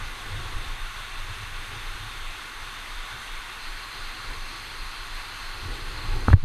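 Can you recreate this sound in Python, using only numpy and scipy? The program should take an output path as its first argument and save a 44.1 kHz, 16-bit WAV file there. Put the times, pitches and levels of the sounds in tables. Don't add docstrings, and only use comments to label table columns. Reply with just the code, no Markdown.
import sys
import numpy as np
from scipy import signal
from scipy.fft import rfft, irfft, next_fast_len
from scipy.io import wavfile
from scipy.ndimage import uniform_filter1d, map_coordinates

SR = 44100
rng = np.random.default_rng(int(sys.argv[2]) if len(sys.argv) > 2 else 0)


def wav_record(signal):
    frames = np.transpose(np.atleast_2d(signal))
    bounded = np.clip(frames, -1, 1)
    quanta = np.round(bounded * 32767).astype(np.int16)
    wavfile.write(sys.argv[1], SR, quanta)


N = 284035


def amp(db):
    return 10 ** (np.asarray(db) / 20)


def unit(x):
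    return x / np.sqrt(np.mean(x ** 2) + 1e-20)


def along(points, hz):
    point_hz, point_db = np.transpose(points)
    return np.interp(np.log(hz + 1), np.log(point_hz + 1), point_db, left=-120, right=-120)


def curves(rows):
    time_s, *columns = np.transpose(rows)
    return [np.interp(np.arange(N) / SR, time_s, column) for column in columns]


def wobble(rate):
    knots = rng.standard_normal(int(N * rate / SR) + 4)
    return map_coordinates(knots, [np.arange(N) * rate / SR])


def filtered(x, response):
    size = next_fast_len(N + SR // 2)
    return irfft(rfft(x, size) * response(np.fft.rfftfreq(size, 1 / SR)), size)[..., :N]


def hiss(spectrum):
    return unit(filtered(rng.standard_normal(N), lambda hz: amp(along(spectrum, hz))))


def steady(x, span_s, slack):
    power = np.abs(uniform_filter1d(x ** 2, size=int(span_s * SR)))
    return x / np.sqrt(power + abs(slack))


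def bumps(times, peak_db, rise, fall):
    grid = np.arange(0, N, 32)
    t = grid / SR - np.asarray(times)[:, None]
    shape_db = -10 * (np.where(t < 0, t / rise, t / fall)) ** 2
    power = (amp(np.asarray(peak_db)[:, None] + shape_db) ** 2).sum(axis=0)
    return np.interp(np.arange(N), grid, power)


# (frequency_hz, relative_density_db)
SWING_SPECTRUM = [(10, -22), (19, -7), (26, 0.5), (33, -7.5), (45, -30.5), (65, -33.5), (90, -36.5)]
SHAKE_SPECTRUM = [(35, -2), (60, -3), (85, -3), (104, 2), (125, -10.5), (180, -24), (260, -40)]
RUB_SPECTRUM = [(150, -8), (260, 3.5), (370, 4.5), (520, 0.5), (620, -12), (900, 3.5)]
# (peak_s, swing_db)
THROBS = [(.07, -33), (.47, -35), (.83, -30.5), (1.2, -31), (1.58, -34), (1.9, -32), (2.26, -31.5),
          (2.62, -39), (2.98, -32.5), (3.36, -34), (3.71, -33), (4.06, -34), (4.43, -33), (4.84, -32),
          (5.16, -33), (5.48, -34.5), (5.88, -32.5), (6.26, -29)]
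THROB_RISE_S, THROB_FALL_S = 0.081, 0.071
# (peak_s, swing_db, shake_db, rub_db)
JOLTS = [(.26, -35, -53, -57), (.35, -36, -33.5, -62), (.57, -25.5, -50, -61), (.71, -29.5, -54, -62),
         (.99, -38, -49, -68), (1.31, -37.5, -39, -60), (1.41, -47, -39, -67), (1.5, -45, -54, -65),
         (1.73, -43, -51, -50), (2.02, -46, -41, -65), (2.65, -53, -48, -68), (2.8, -43, -63, -70),
         (3.15, -59, -42.5, -59), (4.16, -48, -56, -58), (4.25, -60, -47, -63), (4.31, -30.5, -52, -47),
         (4.36, -45, -44, -59), (5.01, -37.5, -55, -67), (5.6, -41, -49, -59), (5.71, -31, -45.5, -46),
         (5.97, -36, -42, -53), (6.07, -30, -33.5, -48), (6.11, -23.5, -42, -53), (6.15, -25, -29.5, -42.5),
         (6.19, -29.5, -42, -49)]
JOLT_RISE_S, JOLT_FALL_S = 0.039, 0.051
# (time_s, shake_db, rub_db)
MOVING = [(0, -36.5, -49.5), (.1, -48, -54), (.19, -52, -54), (.3, -37.5, -49), (.72, -43.5, -51.5),
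          (.82, -52, -63), (1.15, -49.5, -60), (1.45, -45.5, -57.5), (1.85, -47.5, -57.5),
          (2.15, -44.5, -58), (2.4, -55.5, -57.5), (3.45, -56.5, -59.5), (4.4, -52.5, -56.5),
          (5.52, -53, -60), (5.62, -42.5, -49.5), (6.0, -45, -50), (6.26, -43, -45), (6.375, -34, -37),
          (6.415, -29, -59), (6.44, -19, -45)]
SWING_AT_REST_DB, SWING_FOLLOWS = -44.5, 0.35


def mount():
    shake_db, rub_db = curves(MOVING)
    jolt_s, *jolt_db = np.transpose(JOLTS)
    jolt_swing, jolt_shake, jolt_rub = [bumps(jolt_s, db, JOLT_RISE_S, JOLT_FALL_S) for db in jolt_db]
    throbs = bumps(*np.transpose(THROBS), THROB_RISE_S, THROB_FALL_S)

    rest_db = SWING_AT_REST_DB + SWING_FOLLOWS * (shake_db + 50)
    swing_power = amp(rest_db) ** 2 + jolt_swing + throbs
    shake_power = amp(shake_db) ** 2 + jolt_shake
    rub_power = amp(rub_db) ** 2 + jolt_rub

    swing = steady(hiss(SWING_SPECTRUM), span_s=.07, slack=0.04)
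    tremor = wobble(30)
    flutter = amp(0.38 * tremor + 1.9 * wobble(12))
    shake = unit(flutter * steady(hiss(SHAKE_SPECTRUM), span_s=0.065, slack=0.5))
    rub = unit(amp(0.29 * tremor) * hiss(RUB_SPECTRUM))
    return np.sqrt(swing_power) * swing + np.sqrt(shake_power) * shake + np.sqrt(rub_power) * rub


def ringing(s, db, hz, t60, rise):
    t = np.maximum(np.arange(N) / SR - s, 0)
    envelope = amp(-60 * t / t60) * (1 - np.exp(-t / rise)) ** 2
    return amp(db) * envelope / envelope.max() * np.sin(2 * np.pi * hz * t)


# (start_s, level_db, pitch_hz, t60_s)
TAPS = [(6.217, -29, 1500, .03), (6.226, -29, 1430, .02), (6.2824, -3.5, 1270, .021),
        (6.2868, -20, 1250, .02), (6.3022, -15, 1300, .018), (6.3298, -7, 1650, .018),
        (6.3350, -11, 1600, .012)]
# (pitch_ratio, relative_level_db, t60_ratio)
SHELL_MODES = [(1.004, -8, 0.51), (1.116, -24, 1), (0.63, -10, 0.57), (0.33, -11, 0.42), (0.18, -7.5, 0.96)]


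def shell_taps():
    out = np.zeros(N)
    for start_s, level_db, pitch_hz, t60_s in TAPS:
        for ratio, mode_db, life in SHELL_MODES:
            out -= ringing(start_s, level_db + mode_db, ratio * pitch_hz, life * t60_s, rise=.0006)
    return out


# (start_s, peak_level_db, swing_hz, t60_s, rise_time_constant_s, direction as a sign)
PUSHES = [(6.282, -13, 88, .15, .001, -1), (6.302, -18, 110, .05, .001, -1), (6.310, -9, 62, .07, .003, -1),
          (6.3310, -2.5, 58, .06, .008, 1), (6.3383, 11.5, 92, .065, .002, -1),
          (6.342, -8, 14, 1.2, .003, 1), (6.4295, -9, 75, .1, .003, -1)]


def case_pushes():
    out = np.zeros(N)
    for start_s, level_db, swing_hz, t60_s, rise_s, direction in PUSHES:
        out += np.sign(direction) * ringing(start_s, level_db, swing_hz, t60_s, rise_s)
    return out


def knocks():
    return shell_taps() + case_pushes()


# (frequency_hz, relative_density_db)
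PORT_LOW_RING = [(3250, -8), (3520, -5.5), (3640, 0), (3760, -12.5), (3950, -15)]
PORT_HIGH_RING = [(3700, -33), (4050, 5.5), (4270, 4), (4550, -1), (5000, -7), (5400, -18)]
PORT_JUMP_S, PORT_JUMP_TAKES_S = 3.57, .02
PORT_LOW_DB, PORT_HIGH_DB = (-51.5, -62), (-53.5, -47.5)


def port_ring():
    t = np.arange(N) / SR
    jump = [PORT_JUMP_S, PORT_JUMP_S + PORT_JUMP_TAKES_S]
    low_db = np.interp(t, jump, PORT_LOW_DB) + 1.4 * wobble(8.07)
    low = amp(low_db) * hiss(PORT_LOW_RING)
    high_db = np.interp(t, jump, PORT_HIGH_DB) + 0.49 * wobble(14)
    high = amp(high_db) * hiss(PORT_HIGH_RING)
    return low + high


def splashes(count, patchy_db, spread_db, share):
    spectrum = signal.stft(rng.standard_normal(N + 512), nperseg=512)[2]
    field = uniform_filter1d(rng.standard_normal(spectrum.shape), 8, axis=0)
    field = uniform_filter1d(field, 10, axis=1)
    sheet = signal.istft(spectrum * amp(patchy_db * unit(field)), nperseg=512)[1][:N]

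    places = rng.integers(0, N, count)
    sizes = rng.choice([-1, 1], count) * amp(spread_db * rng.standard_normal(count))
    drops = np.bincount(places, sizes, N)
    return unit(sheet) + share * unit(drops)


# (frequency_hz, relative_density_db)
RUSH_SPECTRUM = [(76, -44), (130, -13), (190, -16), (306, -19), (600, -16), (800, -9), (1010, -6),
                 (1440, -4), (3000, -10.5), (3700, -9), (4500, -17.5), (5450, -22), (9330, -26.5),
                 (12500, -29), (15400, -37.5)]
# (centre_hz, width_hz at half the dB boost, boost_db)
CASE_RESONANCES = [(367, 50, 6), (1111, 87, 5.5), (1453, 110, 2.5), (2060, 400, 2.5), (2680, 280, 4),
                   (3215, 90, 2.5), (6240, 530, 7), (8520, 720, 4), (9540, 1120, 5), (11530, 540, 4.5)]
RUSH_DB = -39


def rush():
    def response(hz):
        case_db = sum(boost_db / (1 + (2 * (hz - centre_hz) / width_hz) ** 2)
                      for centre_hz, width_hz, boost_db in CASE_RESONANCES)
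        return amp(along(RUSH_SPECTRUM, hz) + case_db)

    spray = splashes(count=30000, patchy_db=.8, spread_db=3, share=.3)
    return amp(RUSH_DB) * unit(filtered(spray, response))


def waterfall():
    surge = amp(.15 * wobble(5) + .3 * wobble(17))
    return surge * (rush() + port_ring())


def scene():
    return (mount() + knocks() + waterfall())[None]


def duck(x, top_db, depth_db, attack, quick, slow):
    level = signal.lfilter(np.ones(128) / 128, 1, np.abs(x))
    excess = (level / amp(top_db) - 1) * 4
    log_excess = np.log(np.clip(excess, 1e-9, 1))
    t = np.arange(N) / SR

    def held(release):
        return np.exp(np.maximum.accumulate(log_excess + t / release) - t / release)

    target = .3 * held(quick) + .7 * held(slow)
    step = 1 / (attack * SR)
    pull = signal.lfilter([step], [1, step - 1], target)
    return x * amp(-depth_db * pull)


TOP_HZ = 15250


def record(dry):
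    level = duck(dry[0], top_db=-8.5, depth_db=14.5, attack=.0035, quick=.004, slow=1.2)
    return filtered(np.clip(level, -1, 1), lambda hz: hz < TOP_HZ)[None]


dry = scene()
out = record(dry)
wav_record(out)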